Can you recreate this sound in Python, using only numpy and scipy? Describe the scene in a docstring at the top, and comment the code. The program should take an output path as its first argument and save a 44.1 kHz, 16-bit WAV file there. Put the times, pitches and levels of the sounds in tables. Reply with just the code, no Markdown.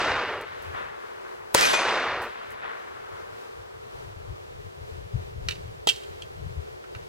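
"""Pistol range in a pine forest

The scattered echo of one shot dies away; a second cracks, rings a steel plate and the trees answer for 2 s.
Cases tick on sand (noise bursts); later a magazine is released and a slide worked (rattle noise, damped modes).
Wind buffets the camera's two close microphone ports (low noise, thumps) over faint treetops and hiss.
The port pair, a phase turn plus unrelated sound, widens the image: near antiphase around 350 Hz."""
import sys
import numpy as np
from scipy import signal
from scipy.fft import rfft, irfft, next_fast_len
from scipy.io import wavfile
from scipy.ndimage import uniform_filter1d, map_coordinates

SR = 44100
rng = np.random.default_rng(int(sys.argv[2]) if len(sys.argv) > 2 else 0)


def generate_wav(signal):
    """Clip the signal to [-1, 1] and save it as 16-bit WAV at the path in sys.argv[1]."""
    frames = np.transpose(np.atleast_2d(signal))
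    scaled = np.clip(frames, -1, 1) * 32767
    pcm = np.round(scaled).astype(np.int16)
    wavfile.write(sys.argv[1], SR, pcm)


N = 312228
T = np.arange(N) / SR  # s

# Muzzle blasts, the first before the start: t/s
SHOTS_S = [-0.3323, 1.5465]
# Relative blast spectrum: f/Hz, density/dB per Hz
BLAST_SPECTRUM = [(60, -31), (200, -22.5), (400, -1), (700, -4), (900, -3.5), (1600, -2), (2500, -6.5),
                  (5000, -9.5), (9000, -16), (12000, -24.5), (16000, -25)]
# Treble loss in air and forest: f/Hz, loss/dB per s
AIR_LOSS = [(300, 6), (1000, -2), (2300, 5.5), (3500, 11.5), (4500, 19.5), (6000, 31.5), (10000, 61.5),
            (16000, 135)]
# Near trunks' answer to a blast: t after blast/s, relative level/dB
NEAR_ECHO = [(0, -39), (.007, -19.5), (.13, -18.5), (.22, -23), (.4, -23.5), (.55, -26.5), (.7, -31.5),
             (.74, -34), (.77, -35.5), (.95, -37), (1.65, -40), (2.0, -46), (2.75, -50.5), (5.6, -87)]
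# Far walls of trees: t after blast/s, relative level/dB, t60/s
TREE_LINES = [(1.069, -24.5, 0.64), (1.57, -29, 0.19)]
# Single trunks: t/s, level over the forest scatter/dB
TRUNKS = [(0.097, -1), (0.15, -6), (0.198, 14), (1.561, -5), (1.583, -3), (1.604, 6.5), (1.668, 17),
          (1.676, 11), (1.722, 5)]
LINE_RISE_S, PATCHY_DB = .025, 0.77  # far-line build-up; uneven answer in pitch and time

# Steady buffeting: t/s, relative level/dB
WIND_LEVEL = [(0, -45), (.18, -52), (.24, -65), (.6, -57), (.85, -53.5), (1.1, -64), (1.6, -58.5),
              (2.3, -61), (3.4, -60), (4.1, -48), (4.45, -49.5), (5.0, -45.5), (5.4, -41), (5.72, -40.5),
              (5.85, -54.5), (6.3, -52), (6.5, -41), (6.85, -54.5), (7.08, -47.5)]
# Relative buffeting spectrum: f/Hz, density/dB per Hz
BUFFET_SPECTRUM = [(12, -53), (20, -11.5), (76, 0.5), (97, 0.5), (162, -8), (230, -32), (400, -34),
                   (520, -59.5), (880, -120)]
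# Thumps of air on the ports: t/s, relative level/dB, Gaussian sigma/s
GUSTS = [(0.152, -46, 0.014), (0.361, -51, 0.0207), (.70, -40.5, 0.029), (2.51, -54, 0.0216),
         (3.139, -48, 0.018), (3.328, -54, 0.0435), (3.599, -48, 0.027), (3.93, -63.5, 0.02),
         (4.129, -47, 0.031), (4.31, -36.5, 0.0226), (4.669, -37, 0.016), (4.82, -44, 0.015),
         (4.992, -52, 0.011), (5.153, -23, 0.0094), (5.191, -40.5, 0.016), (5.372, -37, 0.029),
         (5.452, -34, 0.012), (5.651, -35, 0.008), (6.107, -40, 0.011), (6.241, -44.5, 0.0068),
         (6.466, -33.5, 0.0091), (6.587, -28, 0.011), (6.964, -36, 0.0084)]
FLUTTER_DB, FLUTTER_KNOTS_PER_S = 2.5, 10  # random swing of the steady part
THUMP_HZ, THUMP_LOG_SPREAD, THUMP_NOISE = 95, .1, .35  # push pitch, its scatter, noise gain

# Relative spectrum of treetops and circuit hiss: f/Hz, density/dB per Hz
QUIET_SPECTRUM = [(120, -51), (200, -18.5), (288, -18), (379, 0.5), (481, -0.5), (527, -6), (599, -6.5),
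                  (864, -11.5), (1040, -12), (2790, -21.5), (3170, -23), (5900, -31), (15800, -44.5)]

# Brass on sand: t/s, relative level/dB, spray t60/s (held to 0.01-0.3)
CASES = [(0.413, -27.5, 0.048), (0.622, -35, 0.34), (0.7754, -56.5, 0.055), (2.219, -27, 0.19),
         (2.2554, -45, 0.054), (2.5057, -30, 0.05), (2.5195, -31.5, 0.073)]

# Plate struck, then swinging onto its hanger: t/s, crack/dB, slap/dB, ring/dB, ring rise/s
PLATE_HITS = [(1.6111, 2, -19.5, -24, 0.063), (1.733, -8, -11, -25.5, 0.0038)]
# Plate modes: f/Hz
PLATE_HZ = [2458, 3503, 4258, 5540, 6053, 6290, 7413, 9593, 9851, 10480, 10720, 11790, 12490, 14200]
# Same modes: face-hit level/dB, hanger-knock level/dB, t60/s
PLATE_MODES = [(10, 5.5, 0.21), (-3, 0.5, 0.28), (-2, -15, .13), (-8, -15, .2), (-4, -8, 0.58),
               (-2, -9, 0.34), (-10, -9, 0.2), (-7, -19, .25), (-7, -19, .2), (-9, -27, 0.47),
               (-15, -35, .2), (2.5, -40, 0.26), (-3, -32, 0.18), (-5, -29.5, .22)]
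WAVER_DB, WAVER_KNOTS_PER_S = 4, 40  # random waver in each mode's level
CRACK_TOP_HZ = 11900  # low-pass for gas crack and lead on steel

# Catch, magazine and slide contacts: t/s, relative level/dB, rattle t60/s, dull share/0-1,
# ring/dB, knock/dB, free ringing/s
HANDLING = [(5.4863, -8, 0.0067, 0.39, -11, -27, 0.0033), (5.4894, -15.5, .018, 0.35, -11, -30, .0028),
            (5.5092, -21, .02, 0.14, -1.5, -28, 0.0059), (5.520, -32, .04, .1, 0, -28, .009),
            (5.556, -38, .029, 0.4, -4, -25, 0.0055), (5.872, -6, 0.014, 0.06, -22, -12, .004),
            (5.8742, -15.5, 0.018, .05, 2.5, -26, .0045), (5.8803, -19, 0.034, 0.25, 3, -35, .006),
            (5.888, -7, .018, 0.1, -4, -19.5, 0.0058), (5.8914, -14.5, 0.031, 0.2, 2, -22, 0.0053),
            (5.8962, -9.5, 0.013, 0.1, -1, -24, .0045), (5.906, -25, .02, .1, 4, -21, 0.0044),
            (5.912, -34, .018, .1, 0, -21, .003), (5.961, -31.5, .031, 0, -12, -24, .006),
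            (6.035, -37.5, .023, .24, -1, -14, .006), (6.221, -31, 0.011, .15, 2, -22, .0022),
            (6.2243, -45, .02, .1, 3, -22, 0.0039), (6.2315, -44, .02, .1, 4, -24, .005),
            (6.84, -34.5, .0445, .9, -14, -16, .005), (6.9493, -21, 0.018, 0.8, -16, -17, .004)]
# Slide modes: f/Hz, relative level/dB, undamped t60/s
SLIDE_MODES = [(2720, -5, .04), (3040, -9, .03), (3172, 0, .04), (4590, -10, .017), (5960, -12, .018),
               (6650, -17, .012), (7350, -17, .016), (8490, -14, .015), (9560, -20, .014)]
# Magazine modes: f/Hz, relative level/dB, undamped t60/s
MAGAZINE_MODES = [(1920, -8, .015), (2400, -3, .017), (2710, 0, .025), (2950, -3, .018), (3745, -5, .02),
                  (4250, -7, .016), (4900, -10, .012), (5710, -10, .015), (7750, -18, .012),
                  (9660, -24, .01)]
# Grip modes: f/Hz, relative level/dB, t60/s
GRIP_MODES = [(406, 5, 0.021), (790, 8.5, 0.012), (1250, 3, 0.0097)]
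# Relative spectrum of loose steel parts: f/Hz, density/dB per Hz
RATTLE_SPECTRUM = [(150, -55), (500, -29), (1200, -13.5), (2000, -8.5), (3100, -1.5), (4500, -0.5),
                   (5800, -7.5), (8000, -12.5), (10000, -17), (12000, -24), (16000, -20)]
# Slide rings between these, magazine outside: from/s, to/s
SLIDE_WORKED_S = (5.7, 6.5)
DAMP_DB, DAMP_S = -21, 0.00091  # parts seat and mute their ring: loss, time taken
MUFFLED_HZ = 1300  # centre of a contact muffled by the hand

# Port pair, sound from ahead: f/Hz, likeness/0-1, left lag/rad
AHEAD = [(148, 1, 0.15), (360, 0.7, 3.17), (920, 0.96, 2.49), (2000, 0.49, 2.04), (3540, 0.83, 1.36),
         (5520, 1, 1.42), (9200, 0.33, 0.235), (14000, 0.08, .01)]
# Port pair, sound from all round: f/Hz, likeness/0-1, left lag/rad
AROUND = [(150, 0.14, 0.37), (346, 0.94, 3.08), (1440, 0.87, 2.95), (2750, 0.81, 2.8), (4553, 0.35, 2.7),
          (9000, 0.069, 2.5), (12300, 0.03, 0.36), (15000, 0.74, .2)]
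# Low band mono: from/s, to/s
MONO_SPANS = [(-.1, .45), (1.775, 2.287)]
MONO_HZ = 2950  # mono below this
CLIP_LEVEL, TOP_HZ = .86, 15950  # soft-clip ceiling; band limit


def amp(db):
    """dB to amplitude ratio."""
    return 10 ** (np.asarray(db) / 20)


def unit(x):
    """Scales to unit RMS."""
    return x / np.sqrt(np.mean(x ** 2) + 1e-20)


def along(points, hz):
    """Each column after the frequency, read on a log axis."""
    f, *cols = np.transpose(points)
    return np.squeeze([np.interp(np.log(hz + 1), np.log(f + 1), c) for c in cols])


def curve(rows):
    """Breakpoints to one value per sample."""
    return np.interp(T, *np.transpose(rows))


def wobble(knots_per_s):
    """Smooth random curve through normal knots."""
    knots = rng.standard_normal(int(N * knots_per_s / SR) + 4)
    return map_coordinates(knots, [T * knots_per_s])


def filtered(x, response):
    """Applies a complex response of frequency."""
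    m = next_fast_len(N + 8192)
    return irfft(rfft(x, m) * response(np.fft.rfftfreq(m, 1 / SR)), m)[..., :N]


def ports(a, b, pair):
    """Left hears a; right hears it turned in phase and mixed with b."""
    def right(hz):
        alike, lead_rad = along(pair, hz)
        alike = np.clip(alike, 0, 1)
        return np.array([alike * np.exp(1j * lead_rad), np.sqrt(1 - alike ** 2)])
    return np.array([a, filtered(np.array([a, b]), right).sum(axis=0)])


def ring(modes, rise_s, scatter_db, waver_db=0):
    """Damped modes, new strengths and phases per blow, optional random waver in level."""
    t = T[:SR // 2]
    total = np.zeros(len(t))
    for hz, db, t60 in modes:
        level_db = db + rng.normal(0, scatter_db) - 60 * t / t60
        if waver_db:
            level_db = level_db + waver_db * map_coordinates(rng.standard_normal(64), [t * WAVER_KNOTS_PER_S])
        total += amp(level_db) * np.sin(2 * np.pi * (hz * t + rng.random()))
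    return (1 - np.exp(-t / rise_s)) * total


def puff(t60):
    """Exponentially dying noise burst."""
    return amp(-60 * T[:SR // 2] / t60) * rng.standard_normal(SR // 2)


def add(track, s, sound):
    """Mixes a sound in at s seconds."""
    part = track[round(s * SR):][:len(sound)]
    part += sound[:len(part)]


def soften(x):
    """Rounds off the top of a crack."""
    return signal.sosfilt(signal.butter(2, CRACK_TOP_HZ, fs=SR, output="sos"), x)


def since_shot(t):
    """Seconds since the latest blast."""
    return t - np.where(t < SHOTS_S[1], *SHOTS_S)


def echo_level(age_s):
    """Forest gain: powers of near trunks and far tree lines summed."""
    power = amp(np.interp(age_s, *np.transpose(NEAR_ECHO))) ** 2
    for s, db, t60 in TREE_LINES:
        since = np.clip(age_s - s, 0, None)
        power = power + (amp(db - 60 * since / t60) * (1 - np.exp(-since / LINE_RISE_S))) ** 2
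    return np.sqrt(power)


def forest():
    """Countless trunks scatter each blast; later echoes came further and lost more treble."""
    lumps = amp(1.146 * wobble(400) + 0.4 * wobble(29.96))
    scatter = unit(rng.standard_normal((2, N)) * lumps)
    for s, db in TRUNKS:
        add(scatter[0], s, amp(db) * puff(0.00088))
    age_s = since_shot(T)
    hz, frame_s, z = signal.stft(scatter * echo_level(age_s), SR, nperseg=256)
    patches = rng.standard_normal(z.shape[1:])
    patches = uniform_filter1d(uniform_filter1d(patches, size=4, axis=0), size=7, axis=1)
    colour_db = along(BLAST_SPECTRUM, hz)[:, None] + 11.5
    loss_db = along(AIR_LOSS, hz)[:, None] * since_shot(frame_s)
    z = z * amp(PATCHY_DB * unit(patches) + colour_db - loss_db)
    echoes = signal.istft(z, SR, nperseg=256)[1][:, :N]
    # far tree line stands to the left: dB per s of age
    lean = amp(np.outer([1.3, -1.3], np.clip(age_s, 0, 1.3)))
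    return ports(*echoes, AHEAD) * lean


def wind():
    """Lumpy turbulence noise plus single air pushes, partly shared by the ports, stronger on the left."""
    a, b = filtered(rng.standard_normal((2, N)), lambda hz: amp(along(BUFFET_SPECTRUM, hz)))
    lumps = amp(2.9 * np.array([wobble(25), wobble(29)]))
    strength = amp(curve(WIND_LEVEL) + FLUTTER_DB * wobble(FLUTTER_KNOTS_PER_S))
    push = np.zeros((2, N))
    draws = rng.standard_normal((len(GUSTS), 3))
    for (s, db, sigma_s), (pitch, phase, apart) in zip(GUSTS, draws):
        swell = amp(db) * np.exp(-.5 * ((T - s) / sigma_s) ** 2)
        strength = strength + THUMP_NOISE * swell
        thump_hz = THUMP_HZ * np.exp(THUMP_LOG_SPREAD * pitch)
        turn = 2 * np.pi * thump_hz * (T - s) + np.pi * phase
        push = push + swell * np.sin(turn + np.array([[0], [1.2 * apart]]))
    noise = np.array([unit(a), unit(.5 * a + b)])
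    return amp([[3.5], [-3.5]]) * (strength * noise * lumps + push)


def quiet():
    """Far treetops and circuit hiss: coloured noise, slowly uneven in level."""
    noise = filtered(rng.standard_normal((2, N)), lambda hz: amp(along(QUIET_SPECTRUM, hz)))
    a, b = unit(noise)
    level_db = -42 + 0.22 * wobble(1.6) + 0.95 * wobble(9.7) + np.array([[.4], [-.4]])
    return amp(level_db) * ports(a, b, AROUND)


def cases():
    """Light brass on sand: a bright tick and a spray, both high-passed noise."""
    pair = np.zeros((2, N))
    for s, db, t60 in CASES:
        for track in pair:
            tick = puff(0.0052)
            spray = 0.47 * puff(np.clip(t60, .01, .3))
            add(track, s, amp(db - 10.5) * (tick + spray))
    return ports(*filtered(pair, lambda hz: hz ** 2 / (hz ** 2 + 4500 ** 2)), AHEAD)


def muzzle():
    """Hammer ticks, gas cracks, and the pressure pulse rings the camera body."""
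    body_modes = [(427.6, 0.5, 0.043), (548, 2.0, 0.032), (968, 8.5, 0.015), (1510, -8, 0.017)]  # Hz, dB, t60/s
    blast_s = SHOTS_S[1]
    pair = np.zeros((2, N))
    for track in pair:
        add(track, blast_s - .0022, amp(-16.5) * puff(0.028))  # hammer
        add(track, blast_s + .0009, amp(-0.9) * soften(puff(0.011)))  # gas
        add(track, blast_s + 0.0015, amp(-11.0) * ring(body_modes, 0.0015, 0.97))
    thump = np.zeros(N)
    u = T[:SR // 10] / 0.00304
    add(thump, blast_s + 0.00206, amp(-18) * (1 - u) * np.exp(-u))  # pressure pulse
    return ports(*pair, [(300, 0.93, 1.0), (2000, 1.0, 0.77), (6000, 0.1, .1)]) + thump


def plate():
    """Steel plate: sharp crack, dull slap and modes of randomly wavering level, from straight ahead."""
    crack, slap, tone = np.zeros((3, N))
    u = T[:200] / .00011
    for k, (s, crack_db, slap_db, ring_db, rise_s) in enumerate(PLATE_HITS):
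        add(crack, s, amp(crack_db) * np.sin(3.8 * u) * np.exp(-u))
        add(crack, s, amp(crack_db - 17) * puff(0.0059))  # splash
        add(slap, s, amp(slap_db) * puff(0.094) * (1 - np.exp(-T[:SR // 2] / 0.011)))
        modes = [(hz, db[k], t60) for hz, (*db, t60) in zip(PLATE_HZ, PLATE_MODES)]
        add(tone, s, amp(ring_db) * ring(modes, rise_s, 1.25, WAVER_DB))
    # blast colour with 0.26 s of air loss
    slap = filtered(slap, lambda hz: amp(along(BLAST_SPECTRUM, hz) + 14.0 - 0.26 * along(AIR_LOSS, hz)))
    return soften(crack) + slap + ports(tone, .5 * tone, AHEAD)


def near_scatter(x, t60):
    """Convolves with a unit-energy dying noise."""
    return signal.fftconvolve(x, unit(puff(t60)) / np.sqrt(SR // 2))[:N]


def handling():
    """Contacts rattle parts, ring slide or magazine, knock the grip; the nearest trees scatter them."""
    rattle, dull, body = np.zeros((3, N))
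    for s, db, t60, share, ring_db, knock_db, free_s in HANDLING:
        burst = amp(db) * puff(t60)
        share = np.clip(share, 0, 1)
        add(rattle, s, (1 - share) * burst)
        add(dull, s, share * burst)
        steel = SLIDE_MODES if SLIDE_WORKED_S[0] < s < SLIDE_WORKED_S[1] else MAGAZINE_MODES
        damping_db = DAMP_DB * np.clip((T[:SR // 2] - free_s) / DAMP_S, 0, 1)
        steel_ring = amp(ring_db + damping_db) * ring(steel, 0.00061, 1.2)
        grip_knock = amp(knock_db) * ring(GRIP_MODES, 0.00087, 4.0)
        add(body, s, amp(db) * (steel_ring + grip_knock))
    rattle = filtered(rattle, lambda hz: amp(along(RATTLE_SPECTRUM, hz) + 2.0))
    rattle = rattle + filtered(dull, lambda hz: 2.2 / (1 + (np.log(hz / MUFFLED_HZ + 1e-9) / .38) ** 4))
    direct = body + rattle
    trees = amp(-10.5) * (rattle + 0.29 * body)
    a = direct + near_scatter(trees, 0.37)
    b = near_scatter(direct, 0.085) + near_scatter(trees, 0.83)
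    return ports(a, b, AHEAD) * amp([[-1.1], [1.1]])


def scene():
    """Sum of all sources."""
    return forest() + wind() + quiet() + cases() + muzzle() + plate() + handling()


def record(dry):
    """In the mono spans both low bands become the left one, +0.5 dB; then soft clip and band limits."""
    share = sum(np.clip(np.minimum(T - a, b - T) / .03 + .5, 0, 1) for a, b in MONO_SPANS)  # 30 ms fades
    low = filtered(dry, lambda hz: hz < MONO_HZ)
    folded = dry + share * (amp(0.5) * low[0] - low)
    clipped = folded / (1 + np.abs(folded / CLIP_LEVEL) ** 4) ** .25
    return filtered(clipped, lambda hz: (hz < TOP_HZ) * hz ** 2 / (hz ** 2 + 18 ** 2))


dry = scene()
out = record(dry)
generate_wav(out)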